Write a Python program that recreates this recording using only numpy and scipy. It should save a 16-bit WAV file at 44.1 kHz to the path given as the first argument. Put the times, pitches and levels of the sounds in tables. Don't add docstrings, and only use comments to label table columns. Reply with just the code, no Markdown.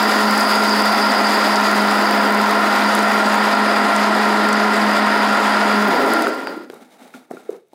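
import sys
import numpy as np
from scipy import signal
from scipy.fft import rfft, irfft, next_fast_len
from scipy.io import wavfile
from scipy.ndimage import uniform_filter1d

SR = 44100
rng = np.random.default_rng(int(sys.argv[2]) if len(sys.argv) > 2 else 0)


def store_pcm(level_fs):
    pcm = np.round(np.clip(level_fs, -1, 1) * 32767).astype(np.int16)
    wavfile.write(sys.argv[1], SR, np.atleast_2d(pcm).T)


def level_to_linear(level):
    exponent = np.asarray(level, float) / 20
    return 10 ** exponent


N = 341334
T = np.arange(N) / SR
SWITCH_S = 5.88
EDGE_HZ = 15850

# centre [Hz], width [Hz], lift [dB].
JUG = [(256, 59, 7.5), (330, 103, 7), (420, 30, 5), (533, 17, 4.5), (629, 23, 3), (688, 37, 5.5),
       (860, 43, -3), (1157, 26, -3), (808, 30, 6.5), (845, 16, 5), (938, 40, 8), (992, 22, 7),
       (1051, 30, 7.5), (1260, 70, 4), (1362, 26, 6), (1391, 32, 6.5), (1438, 25, 4), (1848, 69, 6.5),
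       (1985, 177, 6), (3480, 45, 5), (9200, 260, 4.5)]


def evened(x):
    return x / np.sqrt(np.mean(x ** 2) + 1e-20)


def curve(rows, column=1, quiet=None):
    rows = np.asarray(rows, float)
    return np.interp(T, rows[:, 0], rows[:, column], left=quiet, right=quiet)


def shaped(x, points, peaks=()):
    size = next_fast_len(N)
    hz = np.fft.rfftfreq(size, 1 / SR)
    point_hz, point_db = np.transpose(points)
    gain_db = np.interp(np.log(hz + 1), np.log(point_hz + 1), point_db)
    for centre_hz, width_hz, lift_db in peaks:
        gain_db = gain_db + lift_db / (1 + (2 * (hz - centre_hz) / width_hz) ** 2)
    return evened(irfft(rfft(x, size) * level_to_linear(gain_db), size)[:N])


def wander(hz):
    return evened(signal.lfilter(*signal.butter(2, hz, fs=SR), rng.standard_normal(N)))


def splashes(per_s, spread_db, share):
    size_db = spread_db * np.minimum(rng.exponential(1, N), 5)
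    drops = level_to_linear(size_db) * (rng.random(N) < per_s / SR)
    share = np.clip(share, 0, 1)
    hiss = rng.standard_normal(N)
    return np.sqrt(1 - share) * hiss + np.sqrt(share) * evened(drops * rng.choice([-1, 1], N))


def add(mix, s, sound):
    part = mix[round(s * SR):][:len(sound)]
    part += sound[:len(part)]


def swirl_db():
    # time [s], swirl level [dB]; the first level holds from the start.
    swirl_rows = [(6.0, -7.5), (6.22, -7), (6.29, -11.5), (6.46, -20), (6.5, -19), (6.63, -29), (6.69, -42),
                  (6.83, -46), (6.9, -62)]
    return curve(swirl_rows) - 60 * (T > swirl_rows[-1][0])


def slosh_db():
    since_s = T - SWITCH_S
    rise_db = -3 * np.exp(-np.maximum(since_s, 0) / 0.11)
    gate_db = 1500 * np.clip(since_s, -.05, 0)
    return -15.5 + rise_db + 0.75 * swirl_db() + gate_db


def hum_db():
    kick_db, kick_s = 4, 0.057
    kick = kick_db * np.exp(-((T - SWITCH_S + 0.057) / kick_s) ** 2)
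    return -26.3 + 1.8 * wander(4.7) + kick


def shaft():
    # time [s], shaft speed [turns/s].
    speed_rows = [(0, 211.7), (2, 208), (4, 211), (5.86, 209.5), (5.88, 204), (5.984, 146), (6.05, 133),
                  (6.1, 113), (6.2, 110), (6.3, 88), (6.41, 72), (6.6, 52), (6.9, 19)]
    # multiple of the shaft, level under the hum [dB].
    order_rows = [(2, -12), (3, -17), (4, -24), (5, -15)]
    # frequency [Hz], level [dB].
    run_down = [(150, -22), (260, 0), (700, 0.5), (1000, -13), (1600, -31)]
    speed_hz = curve(speed_rows)
    turns = 2 * np.pi * np.cumsum(speed_hz + .5 * wander(4.84)) / SR

    def order(k):
        return level_to_linear(2.6 * wander(12)) * np.sin(k * turns + .45 * k * wander(14))

    orders = [order(k) for k, db in order_rows]
    hum = np.sin(turns) + sum(level_to_linear(db) * x for (k, db), x in zip(order_rows, orders))
    steady = (speed_hz / speed_rows[0][1]) ** 5 * hum
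    falling = (sum(orders) + sum(order(k) for k in [6, 7, 8])) * level_to_linear(slosh_db())
    heard = shaped(falling, run_down, JUG) * np.std(falling)
    return np.sqrt(2) * (level_to_linear(hum_db()) * steady + level_to_linear(-12.5) * heard)


def churn(surge):
    # frequency [Hz], level [dB per Hz].
    churn_spectrum = [(130, -37), (225, -10), (357, -12.5), (419, -9.5), (487, -9.5), (681, -3),
                      (1150, -5.5), (1380, -3.5), (1710, -7.5), (1860, -10), (2390, -13.5), (4400, -23.5),
                      (5720, -46), (9680, -120)]
    level_db = -13 + swirl_db() + 0.64 * surge + .5 * wander(56)
    return shaped(splashes(3000, 3.5, 0.11), churn_spectrum, JUG) * level_to_linear(level_db)


def motor_base():
    # centre [Hz], width [Hz], level [dB].
    base_modes = [(4505, 60, -6), (4578, 30, -3), (4705, 42, 2), (4770, 70, -2), (4880, 130, -1.5),
                  (5030, 130, -3), (5190, 110, -8)]
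    lumps_db, lumps_at_s, lumps_s = 7.5, 0.68, 1.1
    hz = np.fft.rfftfreq(N, 1 / SR)
    power = sum((level_to_linear(db) / (1 + (2 * (hz - c) / width) ** 2)) ** 2 for c, width, db in base_modes)
    level_db = -31.5 + lumps_db * np.exp(-((T - lumps_at_s) / lumps_s) ** 2)
    level_db = level_db + 0.94 * swirl_db() + 1.3 * wander(9.0) + 0.63 * wander(25)
    return evened(irfft(rfft(splashes(900, 2.0, 0.6)) * np.sqrt(power), N)) * level_to_linear(level_db)


def patchy(x):
    z = signal.stft(x, nperseg=256)[2]
    clouds = uniform_filter1d(rng.standard_normal(z.shape[::-1]), size=30, axis=0)
    clouds = uniform_filter1d(clouds, size=7, axis=1)
    return signal.istft(z * level_to_linear(1.1 * evened(clouds).T - .5), nperseg=256)[1][:N]


def spray(surge):
    # time [s], mist level [dB].
    ice_rows = [(0, -36), (.5, -34), (1.2, -37.5), (1.8, -38.5), (2.2, -49.5), (2.6, -45), (2.85, -40.5),
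                (3.7, -46), (5.2, -48), (5.75, -47.5), (6.2, -50.5)]
    # frequency [Hz], level [dB per Hz].
    spray_spectrum = [(1500, -14), (4000, 2), (5500, -2.5), (6010, -6.5), (6830, -5), (8260, -8.5),
                      (9800, -11), (12000, -13.5), (16000, -21)]
    mist_spectrum = [(7000, -16), (10000, -1), (11500, -5), (13200, -4), (14600, -9), (15800, -4.5)]
    haze_spectrum = [(11000, -24.5), (13500, 0), (15800, -2)]
    # centre [s], half length [s], level [dB].
    haze_puffs = [
        (.1, .2, -55),
        (2.2, .4, -48),
        (5.85, .12, -53),
    ]
    ice_db, swirl = curve(ice_rows), swirl_db()
    gusts = level_to_linear(surge + .7 * wander(60))
    drops = splashes(600, 3.2, .15) * gusts
    fine_drops = splashes(600, 3.0, .15) * gusts
    spray_db = -29.5 + .25 * (ice_db + 45) + 0.9 * swirl + .7 * wander(8)
    coarse = shaped(drops, spray_spectrum, JUG) * level_to_linear(spray_db)
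    mist = shaped(fine_drops, mist_spectrum, JUG) * level_to_linear(ice_db + swirl + 0.2 + .6 * wander(20))
    puffs = sum(level_to_linear(db) * np.exp(-((T - s) / half_s) ** 2) for s, half_s, db in haze_puffs)
    return patchy(coarse + mist + shaped(fine_drops, haze_spectrum) * puffs)


def jug_wall():
    width_hz = 16
    slaps = signal.lfilter(*signal.butter(1, width_hz / 2, fs=SR), rng.standard_normal((2, N)))
    swirl = swirl_db()
    bend = 2 * np.pi * np.cumsum(1388 + 14 * level_to_linear(swirl) * wander(2.48)) / SR
    ring = evened(slaps[0] * np.cos(bend) + slaps[1] * np.sin(bend))
    running = level_to_linear(-27 + swirl + 1.0 * wander(3))
    slopping = level_to_linear(slosh_db() + 0.49 * swirl - 3.5)
    return ring * (running + slopping)


def ticks(rows, t60_s, wide):
    out, t = np.zeros(N), np.arange(500) / SR
    for (s, db, hz), burst in zip(rows, rng.standard_normal((len(rows), 500))):
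        band_hz = [hz / wide, min(hz * wide, EDGE_HZ)]
        band = signal.butter(3, band_hz, "band", fs=SR, output="sos")
        tick = signal.sosfilt(band, burst * level_to_linear(-60 * t / t60_s))
        add(out, s, level_to_linear(db) * tick / abs(tick).max())
    return out


def ice_chips():
    # time [s], peak [dB], centre [Hz].
    chips = [(0.31, -20.5, 6860), (0.379, -18.5, 5580), (0.409, -15, 5460), (0.6384, -24, 5820),
             (0.6938, -17, 5680), (0.821, -20, 6260), (0.8579, -25, 9100), (1.1197, -19, 5870),
             (1.2695, -22, 5890), (1.308, -22, 6030), (1.4102, -21, 5360), (1.1084, -27, 6460),
             (1.2196, -25, 6000), (1.5584, -15, 5600), (1.714, -21, 5750), (1.9116, -24, 7190),
             (2.1106, -24, 9530), (2.1505, -30, 9050), (2.2308, -30, 10700), (2.3231, -29, 6500),
             (2.3466, -29, 6200), (2.374, -31, 8850), (2.4159, -30, 7750), (2.511, -23, 8400),
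             (2.951, -17, 9200), (2.9906, -21, 6640), (3.0295, -26, 6860), (3.1203, -27, 5530),
             (3.343, -22, 7000), (3.5508, -28, 7560), (3.9633, -16.5, 6850), (4.1619, -29, 6240),
             (4.4887, -22, 6350), (4.529, -16, 6100), (4.7411, -36, 6920), (5.4036, -32, 6710),
             (6.136, -14, 9500), (6.1943, -23, 7580), (6.2225, -17, 9400), (6.2696, -27, 7360),
             (6.348, -29, 11000), (6.278, -27, 10000), (6.403, -32, 7000)]
    sparks = [(0.0288, -17, 10900), (0.3092, -19, 13100), (0.3341, -25, 12400), (0.378, -17, 9820),
              (0.398, -17, 10200), (0.5033, -24, 10100), (0.5202, -24, 9980), (0.5546, -19, 10100),
              (0.6384, -27, 9520), (0.6769, -22, 11800), (0.7622, -26, 11100), (0.8026, -23, 10100),
              (0.821, -26, 12000), (0.8579, -20, 9850), (0.9238, -22, 10800), (1.0784, -31, 11300),
              (1.1089, -25, 9990), (1.2196, -28, 10100), (1.3069, -28, 10000), (1.4421, -24, 10400),
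              (1.483, -23, 10100), (1.6147, -25, 9980), (1.713, -26, 10300), (1.9106, -28, 14700),
              (2.1101, -28, 9970), (2.1505, -24, 13300), (2.2307, -25, 10100), (2.3062, -23, 12300),
              (2.3231, -18, 9820), (2.3466, -25, 9890), (2.4159, -24, 9870), (2.5102, -25, 9890),
              (2.6639, -28, 10300), (2.9512, -24, 10000), (2.9901, -24, 9500), (3.0295, -29, 10700),
              (3.1203, -26, 12300), (3.3283, -25, 9840), (3.3548, -22, 12300), (3.9624, -28, 9920),
              (4.4882, -25, 11600), (4.5281, -26, 9530), (4.7411, -28, 10200), (5.4036, -28, 9970),
              (5.7546, -29, 10400)]
    return level_to_linear(-1.5) * ticks(chips, .009, 1.4) + level_to_linear(-4) * ticks(sparks, .007, 1.35)


def still_air():
    # frequency [Hz], level [dB per Hz].
    air_spectrum = [(30, -7), (100, 3), (300, -8.5), (700, -15), (1500, -40), (3000, -80)]
    return level_to_linear(-65) * shaped(rng.standard_normal(N), air_spectrum)


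def room(x):
    t = np.arange(SR // 2) / SR
    tail = signal.lfilter([1], [1, -.6], rng.standard_normal(len(t)))
    tail = tail * level_to_linear(-60 * t / 0.29) * np.clip(t / 0.036, 0, 1) ** 2
    tail *= level_to_linear(-18) / np.linalg.norm(tail)
    tail[0] = 1
    add(tail, .0343, level_to_linear(-11) * signal.windows.hann(57) / 28)
    return signal.oaconvolve(x, tail)[:N]


def slosh():
    # frequency [Hz], level [dB per Hz].
    slosh_spectrum = [(150, -17), (240, 3.5), (340, -5.5), (460, -2.5), (600, -2.5), (800, -25),
                      (1500, -37.5)]
    return shaped(splashes(200, 2.0, 0.25), slosh_spectrum) * level_to_linear(slosh_db() - 4 + 3 * wander(20))


def knocks(rows):
    out, t = np.zeros(N), np.arange(8000) / SR
    for (s, db, hz, t60_s, rise_s), grit in zip(rows, rng.standard_normal((len(rows), 8000))):
        start = np.sin(np.pi / 2 * np.clip(t / rise_s, 0, 1)) ** 2
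        band = signal.butter(2, [hz * 0.86, hz * 1.11], "band", fs=SR)
        rattle = evened(signal.lfilter(*band, grit))
        ring = np.sin(2 * np.pi * hz * t) + .28 * rattle
        add(out, s, level_to_linear(db - 60 * np.maximum(t - rise_s, 0) / t60_s) * start * ring)
    return out


def low_thumps():
    # time [s], peak [dB], pitch [Hz], t60 [s], overtones [dB].
    thumps = [(6.267, -24, 279.2, 0.041, -20), (6.506, -21, 300, .035, -18), (6.63, -38, 380, .03, -10),
              (6.569, -22, 348, 0.037, -22), (6.699, -23.5, 380, .025, -18), (6.732, -32, 420, .02, -4),
              (6.82, -35, 252, .058, -20), (7.015, -43, 260, 0.21, -20), (7.143, -31, 247, 0.15, -21),
              (7.307, -24.5, 253, 0.068, 0.5), (7.335, -21, 350, 0.024, -25), (7.37, -39, 400, .05, -12),
              (7.388, -37, 330, 0.036, -15), (7.504, -34, 470, .04, -12), (7.513, -29, 400, .025, -14),
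              (7.528, -30, 400, .018, -13), (7.545, -36, 470, .07, -18), (7.59, -48, 420, .03, -11),
              (7.314, -31, 454, .04, -8), (7.429, -44, 466, .03, -8), (7.457, -41, 447, .03, -8),
              (7.729, -40.5, 300, .05, 1)]
    rows = []
    for s, db, hz, t60_s, upper_db in thumps:
        rise_s = 0.72 / hz
        rows += [(s, db, hz, t60_s, rise_s)]
        rows += [(s + .002, db + upper_db, k * hz, 0.49 * t60_s, rise_s) for k in [1.87, 2.77]]
    return knocks(rows)


def jug_taps():
    # time [s], peak [dB], t60 [s].
    taps = [
        (6.269, -6, 0.016),
        (6.472, -7.5, 0.0064),
        (6.7, -31, 0.0053),
        (7.139, -30.5, 0.06),
        (7.369, -34, 0.054),
    ]
    # mode [Hz], level [dB], share of the t60 [1].
    wall_modes = [(1407, 0, 0.95), (2370, -12, 0.35)]
    rows = []
    for s, db, t60_s in taps:
        for hz, rel_db, share in wall_modes:
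            rows += [(s, db + rel_db, hz, t60_s * share, 0.038 * t60_s * share)]
    return knocks(rows)


def clicks():
    # time [s], peak [dB], centre [Hz].
    click_rows = [(6.27, -11, 900), (6.2705, -18, 2100), (6.471, -23, 1600), (6.4707, -33, 10500),
                  (6.537, -35, 3605), (6.561, -49, 12000), (6.6373, -48, 10500), (6.7206, -44, 10500),
                  (7.4905, -34, 800), (7.304, -36, 600), (6.646, -40, 3700), (6.6995, -34, 1100),
                  (6.6995, -36, 2200), (6.6995, -33, 3100), (6.6995, -40, 9600), (6.7214, -45, 4520),
                  (6.7406, -38, 8340), (7.1402, -43, 3820), (7.3108, -32, 1400), (7.307, -46, 11000),
                  (7.309, -40, 6800), (7.313, -40, 10500), (7.317, -40, 6900), (7.321, -48, 10500),
                  (7.3685, -34, 950), (7.37, -48, 2530), (7.505, -43, 6000), (7.505, -43, 12000),
                  (7.5644, -50, 3580), (7.5644, -53, 10500), (7.6839, -57, 9500), (7.733, -52, 10000),
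                  (7.733, -50, 3000)]
    return ticks(click_rows, 0.013, 1.63)


def knob_stop():
    # mode [Hz], peak [dB], t60 [s].
    knob_modes = [(870, -17.5, .034), (1040, -28, .03), (4740, -36, 0.15), (4660, -33, .1)]
    return knocks([(6.471, db, hz, t60_s, .0015) for hz, db, t60_s in knob_modes])


def pressure(bright):
    # start [s], hold [s], dull rub [dB], rustle under the rub [dB].
    strokes = [(6.713, .055, -45.5, -10.5), (6.77, 0.48, -54.5, -8.5), (6.824, .005, -43.5, -13),
               (6.93, 0.011, -48, -8), (7, 0.082, -45.5, -10), (7.148, 0.011, -43.5, -6.5),
               (7.17, 0.044, -54, -10), (7.322, 0.012, -44, -14), (7.332, 0.064, -51, -4.5),
               (7.4, 0.12, -53, -9), (7.455, .02, -53, -10), (7.505, .05, -47.5, -10),
               (7.598, .13, -71, -4), (7.755, .02, -50, -5)]
    power = 0
    for s, hold_s, db, under_db in strokes:
        press_db = 450 * np.maximum(s - T, 0)
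        lift_db = 280 * np.maximum(T - s - hold_s, 0)
        power = power + level_to_linear(db + bright * under_db - press_db - lift_db) ** 2
    return np.sqrt(power)


def hands():
    # frequency [Hz], level [dB per Hz].
    rub_spectrum = [(88, -43), (150, -5), (240, 0), (498, -5.5), (817, -3), (1060, -15), (1200, -6),
                    (2500, -25), (3250, -49), (5500, -120)]
    rustle_spectrum = [(1180, -23), (2000, 2.5), (4630, -3), (5600, -4), (6710, -5), (9160, -3.5),
                       (12700, -9.5), (15800, -9)]
    # centre [Hz], width [Hz], lift [dB].
    lid_modes = [(800, 65, 2), (1220, 140, -6), (2200, 170, 5), (3760, 330, 7.5), (6200, 150, 3),
                 (9200, 300, 0)]
    # start [s], length [s], from [Hz], to [Hz], level [dB].
    squeaks = [
        (7.335, .04, 6300, 7100, -64),
        (7.395, .04, 7800, 7650, -66),
        (7.44, .03, 9300, 9200, -68),
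        (7.507, .03, 6600, 5800, -63),
    ]
    rub = shaped(splashes(700, 1.9, 0.23), rub_spectrum, lid_modes)
    rub = rub * pressure(0) * level_to_linear(1.5 * wander(40))
    rustle = shaped(splashes(600, 3.0, .15), rustle_spectrum, lid_modes)
    rustle = rustle * pressure(0.92) * level_to_linear(1.4 * wander(50))
    for s, length_s, from_hz, to_hz, db in squeaks:
        hz = np.linspace(from_hz, to_hz, round(length_s * SR))
        squeak = np.sin(2 * np.pi * np.cumsum(hz) / SR)
        add(rustle, s, level_to_linear(db) * signal.windows.tukey(len(hz), .5) * squeak)
    return rub + rustle


def seal_pop():
    pop_hz, length_s = 428, 0.012
    out, t = np.zeros(N), np.arange(round(length_s * SR)) / SR
    swell = np.sin(np.pi * t / length_s) ** 1.9
    tone = np.sin(2 * np.pi * pop_hz * t) + 0.11 * np.sin(2 * np.pi * 1.5 * pop_hz * t)
    add(out, 7.4895, level_to_linear(-12.5) * swell * tone)
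    return out


def scene():
    # time [s], excess [dB].
    over_rows = [
        (0, 9),
        (5.87, 9),
        (6.05, 4.5),
        (6.2, .1),
    ]
    surge = wander(13.5)
    roar = churn(surge) + motor_base() + spray(surge) + jug_wall() + ice_chips() + slosh()
    blender = (shaft() + (roar + room(roar)) / 2) * level_to_linear(curve(over_rows))
    handling = low_thumps() + jug_taps() + clicks() + knob_stop() + seal_pop()
    return (blender + still_air() + room(handling) + hands())[None]


def low_pass(x):
    return signal.sosfilt(signal.butter(12, 15830, fs=SR, output="sos"), x)


def record(dry):
    cut = signal.sosfilt(signal.butter(3, 180, "high", fs=SR, output="sos"), dry)
    quick, slow = np.exp(-1 / (np.array([.004, .01]) * SR))
    power = [signal.lfilter([1 - hold], [1, -hold], cut ** 2, zi=[[.1]])[0] for hold in (quick, slow)]
    power_db = 10 * np.log10(np.maximum(.75 * power[0], power[1]) + 1e-12)
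    held = cut / level_to_linear(.99 * np.maximum(power_db + 14.9, 0))
    held = signal.sosfilt(signal.butter(2, 110, "high", fs=SR, output="sos"), held)
    held = held - .7 * np.maximum(held - .44, 0) ** 2
    edge = signal.firwin(1023, EDGE_HZ, window=("kaiser", 9), fs=SR)
    return low_pass(signal.oaconvolve(held, edge[None], "same"))


dry = scene()
out = record(dry)
store_pcm(out)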